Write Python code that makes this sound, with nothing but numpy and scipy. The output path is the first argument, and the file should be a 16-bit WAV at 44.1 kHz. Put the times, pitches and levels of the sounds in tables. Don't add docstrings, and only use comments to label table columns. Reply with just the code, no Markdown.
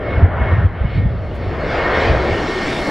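import sys
import numpy as np
from scipy import signal
from scipy.fft import rfft, irfft
from scipy.io import wavfile
from scipy.ndimage import uniform_filter1d

SR = 44100
rng = np.random.default_rng(int(sys.argv[2]) if len(sys.argv) > 2 else 0)


def store_pcm(level_fs):
    pcm = np.round(np.clip(level_fs, -1, 1) * 32767).astype(np.int16)
    wavfile.write(sys.argv[1], SR, np.atleast_2d(pcm).T)


N = 127890
T = np.arange(N) / SR

# time in seconds, loss in dB per kHz.
AIR_LOSS_CURVE = [(0, 6), (.55, 4), (.9, 6), (1.2, 2.5), (1.5, 2), (1.9, 2.5), (2.05, 2.2), (2.25, 1.1),
                  (2.55, 0.33), (2.9, -1)]
HISS_PIVOT_HZ = 2980
# frequency in Hz, relative dB per Hz.
FLOOR_SPECTRUM = [(5000, 5.5), (15000, -5.5)]
HIGH_SHIFT = 0.4


def amp(db):
    return 10 ** (np.asarray(db) / 20)


def unit(x):
    return x / np.sqrt(np.mean(abs(x) ** 2) + 1e-20)


def curve(points, t=T):
    return np.interp(t, *np.transpose(points))


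def colour(points, hz):
    table_hz, value = np.transpose(points)
    return np.interp(np.log(hz + 1), np.log(table_hz), value)


def drift(rate_hz):
    hz = np.fft.rfftfreq(N, 1 / SR)
    low_pass = np.exp(-.5 * (hz / rate_hz) ** 2) * (hz > 0)
    return unit(irfft(rfft(rng.standard_normal(N)) * low_pass, N))


def swell(s, spread_s, db):
    return amp(db) * np.exp(-.5 * ((T - s) / spread_s) ** 2)


def pair(mid, side, likeness):
    c = np.clip(likeness, 0, 1)
    return np.sqrt((1 + c) / 2) * mid + np.sqrt((1 - c) / 2) * np.array([side, -side])


def flow(spectrum, patchy_db, absorbed=False, size=1024):
    # frequency in Hz, likeness from 0 to 1.
    likeness = [(100, 0.99), (500, 1), (2000, 0.96), (5200, 0.98), (6000, .9995)]
    # time in seconds, delay in ms.
    echo_delay = [(1.5, 1.5), (2.25, 2.15), (2.55, 2.8), (2.9, 3.34)]
    echo_share, echo_top_hz = 0.13, 1390

    hop = size // 4
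    t = np.arange(N // hop + 5) * hop / SR
    hz = np.fft.rfftfreq(size, 1 / SR)
    a, b, c, d, patches = rng.standard_normal((5, len(t), len(hz)))
    patches = uniform_filter1d(patches, size=12, axis=0)
    patches = unit(uniform_filter1d(patches, size=9, axis=1))
    z = pair(a + 1j * b, c + 1j * d, colour(likeness, hz))
    z = z * amp(colour(spectrum, hz) + patchy_db * patches)

    echo_gain = echo_share / (1 + (hz / echo_top_hz) ** 2)
    delay_s = curve(echo_delay, t)[:, None] / 1000
    z = z * abs(1 + echo_gain * np.exp(2j * np.pi * hz * delay_s))
    if absorbed:
        khz_above = np.maximum(hz - HISS_PIVOT_HZ, 0) / 1000
        z = z * amp(-curve(AIR_LOSS_CURVE, t)[:, None] * khz_above)
    noise = signal.istft(z.transpose(0, 2, 1), nperseg=size, noverlap=size - hop)[1]
    return unit(noise[:, :N])


def tone(hz, width_hz, shift, flutter=0.5):
    # time in seconds, shift in per cent.
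    doppler = [(0, 0.47), (.5, 0.33), (1.0, 0.17), (1.9, 0.095), (2.4, -.25), (2.9, -0.56)]
    scatter_hz = 13

    waver = .5 * width_hz * drift(2 * width_hz)
    pitch = hz * (1 + shift * curve(doppler) / 100) + waver
    paths = unit(1 + flutter * (drift(scatter_hz) + 1j * drift(scatter_hz)))
    turns = np.cumsum(pitch) / SR + rng.random()
    return np.sqrt(2) * (paths * np.exp(2j * np.pi * turns)).real


def airframe():
    # time in seconds, level in dB (the howl sounds 0.66 dB under its rows).
    roar_level = [(0, -29), (.12, -28.5), (.24, -24.5), (.3, -35.5), (.42, -27.5), (.62, -29.5),
                  (.7, -37.5), (1.0, -32.5), (1.25, -34), (1.6, -27.5), (1.78, -24.5), (2.1, -23),
                  (2.5, -23.5), (2.9, -24)]
    howl_level = [(0, -25.5), (.2, -26), (.29, -32), (.48, -26.5), (.62, -29.5), (.7, -37), (1.3, -31.5),
                  (1.65, -26), (1.95, -20), (2.26, -18.5), (2.45, -27.5), (2.62, -29.5), (2.9, -25.5)]
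    rumble_level = [(1.1, -45.5), (1.45, -36), (1.8, -34.5), (2.3, -39.5), (2.55, -31.5), (2.9, -29)]
    # frequency in Hz, relative dB per Hz.
    roar_spectrum = [(40, 2.5), (110, -5), (170, -1), (250, 1.5), (370, 3), (480, -5.5), (700, -23),
                     (1500, -68)]
    howl_spectrum = [(200, -78), (350, -5), (470, 1), (650, 0.5), (750, -6), (880, -22.5), (1200, -20.5),
                     (2500, -69.5)]
    rumble_spectrum = [(50, -29.5), (100, -14), (150, -7.5), (210, -11.5), (300, -10.5), (450, -25),
                       (1000, -68)]

    roar = amp(curve(roar_level)) * flow(roar_spectrum, patchy_db=1.0)
    howl = amp(curve(howl_level) - 0.66) * flow(howl_spectrum, patchy_db=1.0)
    rumble = amp(curve(rumble_level)) * flow(rumble_spectrum, patchy_db=4.5)
    return roar + howl + rumble


def engines():
    # time in seconds, level in dB
    # (the rush sounds 2 dB and the hiss 1.08 dB over its rows).
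    rush_level = [(0, -36.5), (.09, -31.5), (.23, -28), (.29, -32), (.42, -25.5), (.57, -29), (.635, -29.5),
                  (.67, -36), (.85, -36), (1.08, -40), (1.33, -41), (1.64, -30), (1.79, -24), (1.95, -21),
                  (2.05, -22), (2.12, -24.5), (2.4, -27.5), (2.9, -28)]
    hiss_level = [(0, -45.5), (.12, -38), (.21, -43), (.3, -53), (.51, -42.5), (.63, -45.5), (.7, -52),
                  (.96, -39), (1.08, -49.5), (1.2, -50), (1.58, -42), (1.74, -31.5), (1.87, -34),
                  (2.01, -27), (2.06, -27), (2.16, -34), (2.4, -32.5), (2.7, -31.5), (2.9, -35)]
    # frequency in Hz, relative dB per Hz.
    rush_spectrum = [(400, -8.5), (750, 2.5), (950, 0.5), (1300, -0.5), (1750, -2), (2150, -7), (2450, -16),
                     (3200, -21.5), (6000, -74)]
    hiss_spectrum = [(1200, -16.5), (2200, 4.5), (2600, -1.5), (3200, -2), (3900, -5.5), (5400, -9),
                     (6300, -17), (8500, -23.5), (10500, -32.5), (15000, -50.5)]
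    # time in seconds, level in dB.
    beam = [(.7, -6), (.9, 0), (1.4, -4), (1.62, -1), (2.03, -2), (2.2, -2), (2.45, 3), (2.9, 3)]

    rush = amp(2.0) * flow(rush_spectrum, patchy_db=1.0)
    hiss = amp(1.08) * flow(hiss_spectrum, patchy_db=2.0, absorbed=True)
    hiss = hiss + amp(curve(beam)) * turbine()
    return amp(curve(rush_level)) * rush + amp(curve(hiss_level)) * hiss + fans()


def turbine():
    # pitch in Hz before the shift, level in dB before the air loss, width of the waver in Hz.
    high_tones = [(5375, -27, 30), (5570, -30, 35), (7588, -28.5, 35), (9745, -35, 45), (11930, -46, 55)]
    loss_share = 0.43

    total = 0
    for hz, db, width_hz in high_tones:
        loss_db = loss_share * curve(AIR_LOSS_CURVE) * max(hz - HISS_PIVOT_HZ, 0) / 1000
        total = total + tone(hz, width_hz, HIGH_SHIFT) * amp(db - loss_db)
    return total


def fans():
    # pitch in Hz before the shift, width of the waver in Hz,
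    # share of the pitch shift.
    fan_tone = (2177, 8, 0.9)
    lower_tone = (1836, 9, .2)
    # time in seconds, level in dB.
    fan_level = [(0, -49.5), (.13, -29.5), (.26, -54), (.48, -32.5), (.7, -53), (.92, -37.5), (1.15, -53.5),
                 (1.55, -47.5), (1.7, -35), (2.0, -28.5), (2.12, -43), (2.22, -35), (2.45, -37.5),
                 (2.55, -30.5), (2.68, -35.5), (2.9, -31.5)]
    lower_level = [(0, -41.5), (.3, -48.5), (.6, -33), (.72, -55.5), (1.06, -39), (1.2, -60), (1.45, -45),
                   (1.72, -44), (1.83, -26.5), (1.96, -25.5), (2.05, -28.5), (2.14, -39), (2.35, -31.5),
                   (2.42, -38.5), (2.58, -30.5), (2.9, -44.5)]
    octave_level = [(.3, -74), (.5, -66.5), (.75, -73), (.95, -55), (1.08, -74), (1.6, -54.5), (2.0, -48),
                    (2.2, -55), (2.9, -44)]
    second_fan, beat_hz = 0.5, 14

    hz, width_hz, shift = fan_tone
    first = tone(hz, width_hz, shift, flutter=.25)
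    second = second_fan * tone(hz - beat_hz, width_hz, shift, flutter=0.19)
    both = amp(curve(fan_level)) * unit(first + second)
    octave = amp(curve(octave_level)) * tone(2 * hz - beat_hz, 3 * width_hz, HIGH_SHIFT, flutter=.8)
    return both + octave + amp(curve(lower_level)) * tone(*lower_tone)


def ports(x):
    # frequency in Hz, difference in dB.
    balance = [(160, 0), (330, 1.5), (860, 0), (1200, 3), (1650, -0.6), (2250, 1.5), (2620, -3),
               (3050, 0.1)]
    # frequency in Hz, phase in radians.
    lead = [(300, -0.09), (780, -0.2), (1030, 0.18), (1380, -.3), (1810, 0), (2410, -.28), (3190, .14),
            (3960, -.24), (4390, 0)]

    hz = np.fft.rfftfreq(N, 1 / SR)
    half = np.array([[.5], [-.5]])
    response = amp(half * colour(balance, hz)) * np.exp(1j * half * colour(lead, hz))
    return irfft(rfft(x) * response, N)


def wind():
    # time in seconds, level in dB.
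    steady = [(0, -29), (.18, -17.5), (.3, -23), (.42, -19), (.6, -17), (.72, -26.5), (1.1, -19.5),
              (1.3, -25.5), (1.45, -23.5), (1.6, -25.5), (1.95, -26.5), (2.15, -17), (2.32, -29),
              (2.42, -34), (2.6, -51), (2.9, -36)]
    # peak in seconds, spread in seconds, level in dB.
    gusts = [(0.177, 0.0098, -11.5), (0.236, 0.017, -8.5), (0.642, 0.0086, -10.5), (0.417, 0.008, -10),
             (0.531, 0.015, -9.5), (0.587, 0.0077, -10.5), (0.814, 0.0058, -11), (0.847, 0.0083, -10.5),
             (0.983, 0.024, -11.5), (1.055, 0.015, -10), (1.48, 0.013, -20), (2.104, 0.016, -12),
             (2.318, 0.014, -18)]
    # frequency in Hz, relative dB per Hz.
    wind_spectrum = [(15, -35.5), (30, -22.5), (50, -0.5), (75, 4.5), (105, 0.5), (145, -9), (200, -12.5),
                     (400, -24), (1000, -56), (4000, -110)]
    # frequency in Hz, dB against the shared shape.
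    side_spectrum = [(30, -20.5), (70, -17), (110, -18), (170, -9.5), (260, 0.5), (500, -5.5)]
    band_hz = [16, 200]

    hz = np.fft.rfftfreq(N, 1 / SR)
    shared, apart = rfft(rng.standard_normal((2, N))) * amp(colour(wind_spectrum, hz))
    eddies = irfft(shared, N)
    side = irfft(apart * amp(colour(side_spectrum, hz)), N)
    power = abs(signal.hilbert(eddies)) ** 2
    size = np.sqrt(uniform_filter1d(uniform_filter1d(power, size=600), size=600))
    strength = np.sqrt(amp(curve(steady)) ** 2 + sum(swell(*row) ** 2 for row in gusts))
    buffet = strength * (unit(eddies / size) + np.array([side, -side]) / np.std(eddies))
    return signal.sosfilt(signal.butter(3, band_hz, "band", fs=SR, output="sos"), buffet)


def thumps():
    # peak in seconds, spread in seconds, peak level in dB, pitch in Hz.
    hardest = [(.249, .013, -1, 84), (.655, .011, 0, 88)]
    # peak in seconds, level in dB.
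    ticks = [(.246, -52), (.649, -58), (.658, -52)]
    tick_spread_s = .0014

    booms = 0
    for s, spread_s, db, hz in hardest:
        booms = booms + swell(s, spread_s, db) * np.cos(2 * np.pi * hz * (T - s))
    tick_strength = sum(swell(s, tick_spread_s, db) for s, db in ticks)
    return booms + tick_strength * flow(FLOOR_SPECTRUM, patchy_db=-3.5)


def floor():
    fizz = swell(1.357, spread_s=.011, db=-57)
    return (amp(-77.5) + fizz) * flow(FLOOR_SPECTRUM, patchy_db=0)


def scene():
    aircraft = ports(airframe() + engines())
    return aircraft + wind() + thumps() + floor()


def record(dry):
    edge_hz = 15150
    clipped = np.clip(dry, -.98, .98)
    low_pass = signal.firwin(511, edge_hz, window=("kaiser", 9), fs=SR)
    return signal.oaconvolve(clipped, low_pass[None], "same")


dry = scene()
out = record(dry)
store_pcm(out)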